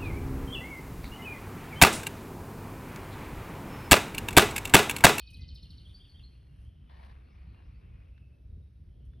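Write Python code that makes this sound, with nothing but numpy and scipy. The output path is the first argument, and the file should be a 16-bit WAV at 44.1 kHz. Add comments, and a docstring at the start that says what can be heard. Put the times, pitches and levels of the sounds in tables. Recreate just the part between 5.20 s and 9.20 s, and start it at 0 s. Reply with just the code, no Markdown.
"""Outdoors beside a house wall, over a steady low rumble and light wind. A small bird opens with a rapid
trill of falling chirps, then alternates arched slurs with high whistles, all gliding sine tones that
bounce off nearby surfaces. Farther birds call behind the trill, with faint ticks close by. After about a
second the song ends, leaving distant calls and twitter. A soft, clothing-like rustle at the microphone
swells to one firm rub near 1.7 s and fades around 3 s; a few small taps and a tick follow."""
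import sys
import numpy as np
from scipy import signal
from scipy.fft import rfft, irfft, next_fast_len
from scipy.io import wavfile
from scipy.ndimage import uniform_filter1d, map_coordinates

SR = 44100
rng = np.random.default_rng(int(sys.argv[2]) if len(sys.argv) > 2 else 0)


def output_pcm(signal):
    """Save a mono or channel-first signal as 16-bit PCM at the path in sys.argv[1].

    Samples are clipped to [-1, 1] before scaling.
    """
    pcm = np.clip(np.atleast_2d(signal).T, -1, 1) * 32767
    wavfile.write(sys.argv[1], SR, np.round(pcm).astype(np.int16))


N = 176400
PREROLL = SR // 4  # samples ahead of the start, so the first chirp can begin early

# Levels in the tables are relative; each layer sets its own trim.
# chirps of the trill (time of peak [s], level [dB])
TRILL_CUES = [(.002, -44.5), (.075, -45.5), (0.1463, -45.5), (0.219, -45), (.29, -44.5), (.36, -44),
              (.432, -45), (.506, -46), (0.5828, -46.5)]
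# one chirp, a steep fall and a separate low tail (time [ms], pitch [ratio to loudest point], level [dB])
CHIRP_SHAPE = [(0, 1.24, -26), (7.44, 1.28, -17), (11.2, 1.13, -11), (15.52, 1, 0), (19.33, .85, -8.5),
               (25.8, .77, -33), (32.2, .715, -12), (39.1, .71, -15.5), (44.9, 0.656, -11.5)]
# arched slurs (time [s], length [s], level [dB], top pitch [Hz])
SLUR_CUES = [(0.645, 0.073, -56.5, 3705), (0.792, 0.066, -56, 3640), (0.941, 0.063, -56, 3580)]
# one slur, an arch that breaks at the top (position [0-1], pitch [ratio to top], level [dB])
SLUR_SHAPE = [(0, 0.95, -4.5), (.16, .87, -1), (.36, 0.91, 1.5), (.6, 1, -15), (.78, 1, -2.5), (1, 0.76, 0)]
# high whistles after the slurs (time [s], length [s], level [dB], pitch [Hz])
WHISTLE_CUES = [(0.73, 0.039, -54, 4707), (0.873, 0.048, -60, 4580), (1.02, 0.0407, -57, 4340)]
# one whistle (position [0-1], pitch [ratio], level [dB])
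WHISTLE_SHAPE = [(0, 0.91, -20.5), (.33, 1, -6), (.46, 0.98, 5), (1, 1, -4)]
# early reflections of the song off nearby surfaces (delay [ms], level [dB])
REFLECTIONS = [(2.2, -18), (5.9, -5), (15.5, -13), (36, -10.5)]
# steady calls of farther birds (time [s], length [s], level [dB], pitch [Hz])
FAR_CUES = [(0, 0.17, -63, 2507), (0.193, .055, -68, 2050), (1.658, 0.12, -74, 3010),
            (2.338, 0.05, -74.5, 2775), (2.63, 0.11, -76.5, 2490), (2.928, 0.12, -74, 2630),
            (3.263, 0.21, -84, 3770)]
# bouts of very distant twitter (start [s], end [s], level [dB], top pitch [Hz])
TWITTER_BOUTS = [(1.049, 1.7, -79.5, 3310), (2.028, 2.58, -82.5, 5000), (2.049, 3.1, -79.5, 2780),
                 (3.682, 4.0, -85, 3550)]
# fader moves of the rustle (time [s], body level [dB], treble level [dB])
RUSTLE_FADERS = [(0, -84, -84), (.3, -86.5, -89), (.7, -79, -80), (1.3, -81.5, -90), (1.45, -79, -81.5),
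                 (1.58, -88.5, -103), (1.72, -77, -93.5), (1.86, -70, -80), (1.97, -75, -97),
                 (2.3, -74.5, -100), (2.85, -77, -102), (2.93, -84, -104), (4, -106, -103)]
# colours of the cloth's body, its treble and the hollow firm rub (frequency [Hz], level [dB])
BODY_EQ = [(130, -43), (450, 5), (1150, 4), (1700, 0), (2500, 1.5), (3600, -10), (6500, -27.5)]
TREBLE_EQ = [(2000, -2.5), (4500, 0), (11000, 3.5), (13500, -15)]
RUB_EQ = [(300, -5.5), (980, 6.5), (1400, -10), (1800, 2), (2600, -12.5), (4400, -10), (6500, -31)]
# crisp close ticks and duller handling taps (time [s], level [dB])
TICK_CUES = [(.103, -63.5), (.133, -67), (.168, -69.5), (.345, -67.5), (.429, -70), (.506, -72),
             (.765, -79), (.898, -78), (3.851, -78.5)]
TAP_CUES = [(1.698, -63.5), (1.836, -57), (2.803, -69), (2.978, -63), (3.688, -74.5), (3.934, -69.5)]
# soft low handling bumps (time [s], level [dB], centre [Hz])
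BUMP_CUES = [(.42, -56.5, 155), (1.412, -57, 128)]
# colours of the rumble and the wind (frequency [Hz], level [dB])
RUMBLE_EQ = [(15, -50.5), (26, -19.5), (48, -1.5), (72, -0.5), (155, -13.5), (215, -21.5), (600, -38.5),
             (1200, -68)]
WIND_EQ = [(150, -26.5), (700, 6.5), (3500, -1.5), (7000, -9), (13500, -9.5)]
# stereo image of the rumble, and of wind and cloth (frequency [Hz], left-right correlation [-1 to 1])
RUMBLE_IMAGE = [(70, .9997), (125, .98), (250, .72), (500, .1)]
AIRY_IMAGE = [(500, -0.35), (1100, -0.32), (2500, 1), (10000, 0.6)]
# the microphone's treble notch (frequency [Hz], gain [dB])
MIC_EQ = [(5700, 0), (6400, -6), (7000, -21.5), (7700, -18), (8700, -1)]


def songbird():
    """The lead voice: direct song, slaps off nearby surfaces, and a short and a long yard reverb."""
    song = trill() + np.pad(flourish(), (PREROLL, 0))
    close = np.array([song, song])
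    for ms, db in REFLECTIONS:
        add(close, ms / 1000, amp(db) * song)
    short_tail = amp(-9.5) * yard(song, t60=.29, width=.29)
    long_tail = amp(-11) * yard(song, t60=.96, width=.16)
    return (amp(-6) * close + short_tail + long_tail)[:, PREROLL:]


def trill(lead_s=.0155, chirp_hz=4320):
    """Steeply falling chirps, about fourteen a second; stronger ones have a fuller, hoarse lead-in."""
    out, loudest = np.zeros(PREROLL + N), max(db for _, db in TRILL_CUES)
    for s, db in TRILL_CUES:
        chirp = note(CHIRP_SHAPE, CHIRP_SHAPE[-1][0] / 1000, chirp_hz, waver=.035, rate=1100)
        lead_in = np.clip(2 * (1 - np.arange(len(chirp)) / SR / lead_s), 0, 1)  # gone by the peak
        duck_db = 2.4 * (db - loudest)
        hoarse_db = 4 * wobble(500, len(chirp))
        add(out, PREROLL / SR + s - lead_s, amp(db + lead_in * (duck_db + hoarse_db)) * chirp)
    return out


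def flourish():
    """Arched slurs trade off with short high whistles."""
    out = np.zeros(N)
    for s, length, db, hz in SLUR_CUES:
        add(out, s, amp(db) * note(SLUR_SHAPE, length, hz, waver=.028, rate=500))
    for s, length, db, hz in WHISTLE_CUES:
        add(out, s, amp(db) * note(WHISTLE_SHAPE, length, hz, waver=.026, rate=500))
    return amp(-1) * out


def far_birds():
    """Plain whistles; the fainter a bird, the farther it is and the wetter it sounds."""
    send, direct = np.zeros((2, N))
    nearest_db = max(db for _, _, db, _ in FAR_CUES)
    for s, length, db, hz in FAR_CUES:
        call = amp(db) * note([(0, 1, 0), (1, 1, -2)], length, hz, waver=.009)
        add(send, s, call)
        add(direct, s, amp((db - nearest_db) / 2) * call)
    return direct + amp(-3) * yard(send, t60=1.0, width=.23)


def twitter(notes_per_s=18, pitch_spread=.06):
    """Quick random slurs from far away, arriving only as reverb."""
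    send, step = np.zeros(N), 1 / notes_per_s
    for start, end, db, hz in TWITTER_BOUTS:
        for s in np.arange(start, end, step):
            detune, accent = rng.standard_normal(2)
            slur = note(SLUR_SHAPE, step, hz * (1 + pitch_spread * detune), waver=.03)
            add(send, s, amp(db + 2 * accent) * slur)
    return amp(1) * yard(send, t60=.34, width=.14)


def rustle(rub_at_s=1.694, rub_length_s=.2164, attack_s=.0025, release_s=.03):
    """Soft, grainy rubbing of cloth, a little to the left, with one firm rub that catches abruptly."""
    t = np.arange(N) / SR
    times, *faders = np.transpose(RUSTLE_FADERS)
    body_gain, treble_gain = [amp(np.interp(t, times, db) + 4.5) for db in faders]
    age = t - rub_at_s
    rub_gain = amp(-61.5) * np.clip(np.minimum(age / attack_s, 1 + (rub_length_s - age) / release_s), 0, 1)
    grain = unit(amp(1.73 * wobble(220) + wobble(24.9)))
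    body, treble, rub = [noise_bed(eq, AIRY_IMAGE, patchy_db=1.2) for eq in (BODY_EQ, TREBLE_EQ, RUB_EQ)]
    pan_left = amp([[1.5], [-1.5]])
    return grain * (pan_left * (body_gain * body + rub_gain * rub) + treble_gain * treble)


def contacts(cues, hz, t60):
    """Tiny dry contacts, each a grainy puff of noise in one broad band."""
    out, t = np.zeros((2, N)), np.arange(SR // 10) / SR
    band = signal.butter(2, [hz / 1.5, hz * 1.5], "band", fs=SR, output="sos")
    for s, db in cues:
        mid, side = unit(signal.sosfilt(band, rng.standard_normal((2, len(t)))))
        gain = amp(db - 60 * t / t60 + 2 * wobble(510, len(t)))
        add(out, s, gain * stereo(mid, .5 * side))
    return out


def bumps(t60=.35):
    """Dull handling knocks: narrow-band noise with a soft attack."""
    out, t = np.zeros(N), np.arange(SR // 2) / SR
    for s, db, hz in BUMP_CUES:
        b, a = signal.iirpeak(hz, Q=2, fs=SR)
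        thud = unit(signal.lfilter(b, a, signal.lfilter(b, a, rng.standard_normal(len(t)))))
        add(out, s, amp(db + 3.5 - 60 * t / t60) * thud)
    return out


def background(drone_hz=63.73):
    """The bed: low rumble with a wavering drone in it, and a faint, even hiss of wind."""
    rumble = amp(-50.5 + .94 * wobble(11)) * noise_bed(RUMBLE_EQ, RUMBLE_IMAGE, patchy_db=2.04)
    phase = 2 * np.pi * drone_hz * np.arange(N) / SR + .65 * wobble(9)
    drone = amp(-55.5) * unit(amp(3.7 * wobble(6.3)) * np.sin(phase))
    wind = amp(-80.5) * noise_bed(WIND_EQ, AIRY_IMAGE, patchy_db=.4)
    return rumble + drone + wind


def note(shape, length, hz, waver, rate=300):
    """A whistled sine riding a pitch and level shape; its pitch jitters at rate turns a second."""
    position, ratio, db = np.transpose(shape)
    position = position / position[-1]
    progress = np.linspace(0, 1, int(length * SR))
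    pitch = hz * np.interp(progress, position, ratio) * (1 + waver * wobble(rate, len(progress)))
    gain = amp(np.interp(progress, position, db)) * signal.windows.tukey(len(progress), .1)
    return np.sqrt(2) * gain * np.sin(2 * np.pi * np.cumsum(pitch) / SR)


def yard(x, t60, width):
    """Diffuse, nearly mono reverb off trees and buildings, falling 60 dB in t60 seconds."""
    t = np.arange(SR) / SR
    mid, side = rng.standard_normal((2, SR)) * amp(-60 * t / t60) * (1 - np.exp(-t / .0031))
    tail = stereo(mid, width * side)
    return signal.fftconvolve(x[None], tail / np.linalg.norm(tail[0]), axes=1)[:, :len(x)]


def noise_bed(eq, image, patchy_db):
    """Coloured stereo noise at rms 1, its level mottled across time and frequency."""
    spectra = signal.stft(rng.standard_normal((2, N)), nperseg=512)[2]
    patches = uniform_filter1d(rng.standard_normal(spectra.shape[1:]), size=4, axis=0)
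    patches = uniform_filter1d(patches, size=22, axis=1)
    pair = signal.istft(spectra * amp(patchy_db * unit(patches)), nperseg=512)[1][:, :N]

    def mid_side_gains(hz):
        angle = np.arccos(np.clip(curve(image, hz), -1, 1)) / 2
        return amp(curve(eq, hz)) * [np.cos(angle), np.sin(angle)]

    return unit(stereo(*filtered(pair, mid_side_gains)))


def amp(db):
    return 10 ** (np.asarray(db) / 20)


def unit(x):
    return x / np.sqrt(np.mean(x ** 2) + 1e-20)


def stereo(mid, side):
    return np.array([mid + side, mid - side])


def curve(points, hz):
    """Read breakpoints along a log frequency axis."""
    freqs, values = np.transpose(points)
    return np.interp(np.log(hz + 1), np.log(freqs + 1), values)


def wobble(rate, size=N):
    """A smooth random modulator, rate turns a second."""
    return map_coordinates(rng.standard_normal(int(N * rate / SR) + 4), [np.arange(size) * rate / SR])


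def filtered(x, response):
    """Apply a frequency response."""
    size = next_fast_len(N + SR // 2)
    return irfft(rfft(x, size) * response(np.fft.rfftfreq(size, 1 / SR)), size)[..., :N]


def add(track, s, sound):
    """Mix a sound into a track at s seconds."""
    start = max(round(s * SR), 0)
    part = sound[..., :track.shape[-1] - start]
    track[..., start:start + part.shape[-1]] += part


def scene():
    """The mix: birds near and far, close handling noise and the outdoor bed."""
    cloth = rustle()
    ticks = contacts(TICK_CUES, hz=8150, t60=.14)
    taps = contacts(TAP_CUES, hz=1960, t60=.028)
    handling = cloth + ticks + taps + bumps()
    return songbird() + far_birds() + twitter() + handling + background()


def record(dry):
    """A two-port microphone with a treble notch and a band limit; the right port hears slightly later."""
    port_lag_s, top_hz = 22e-6, 12700
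    ports = lambda hz: np.exp(1j * np.pi * hz * port_lag_s * np.array([[1], [-1]]))
    return filtered(dry, lambda hz: ports(hz) * amp(curve(MIC_EQ, hz)) * (hz < top_hz))


dry = scene()
out = record(dry)
output_pcm(out)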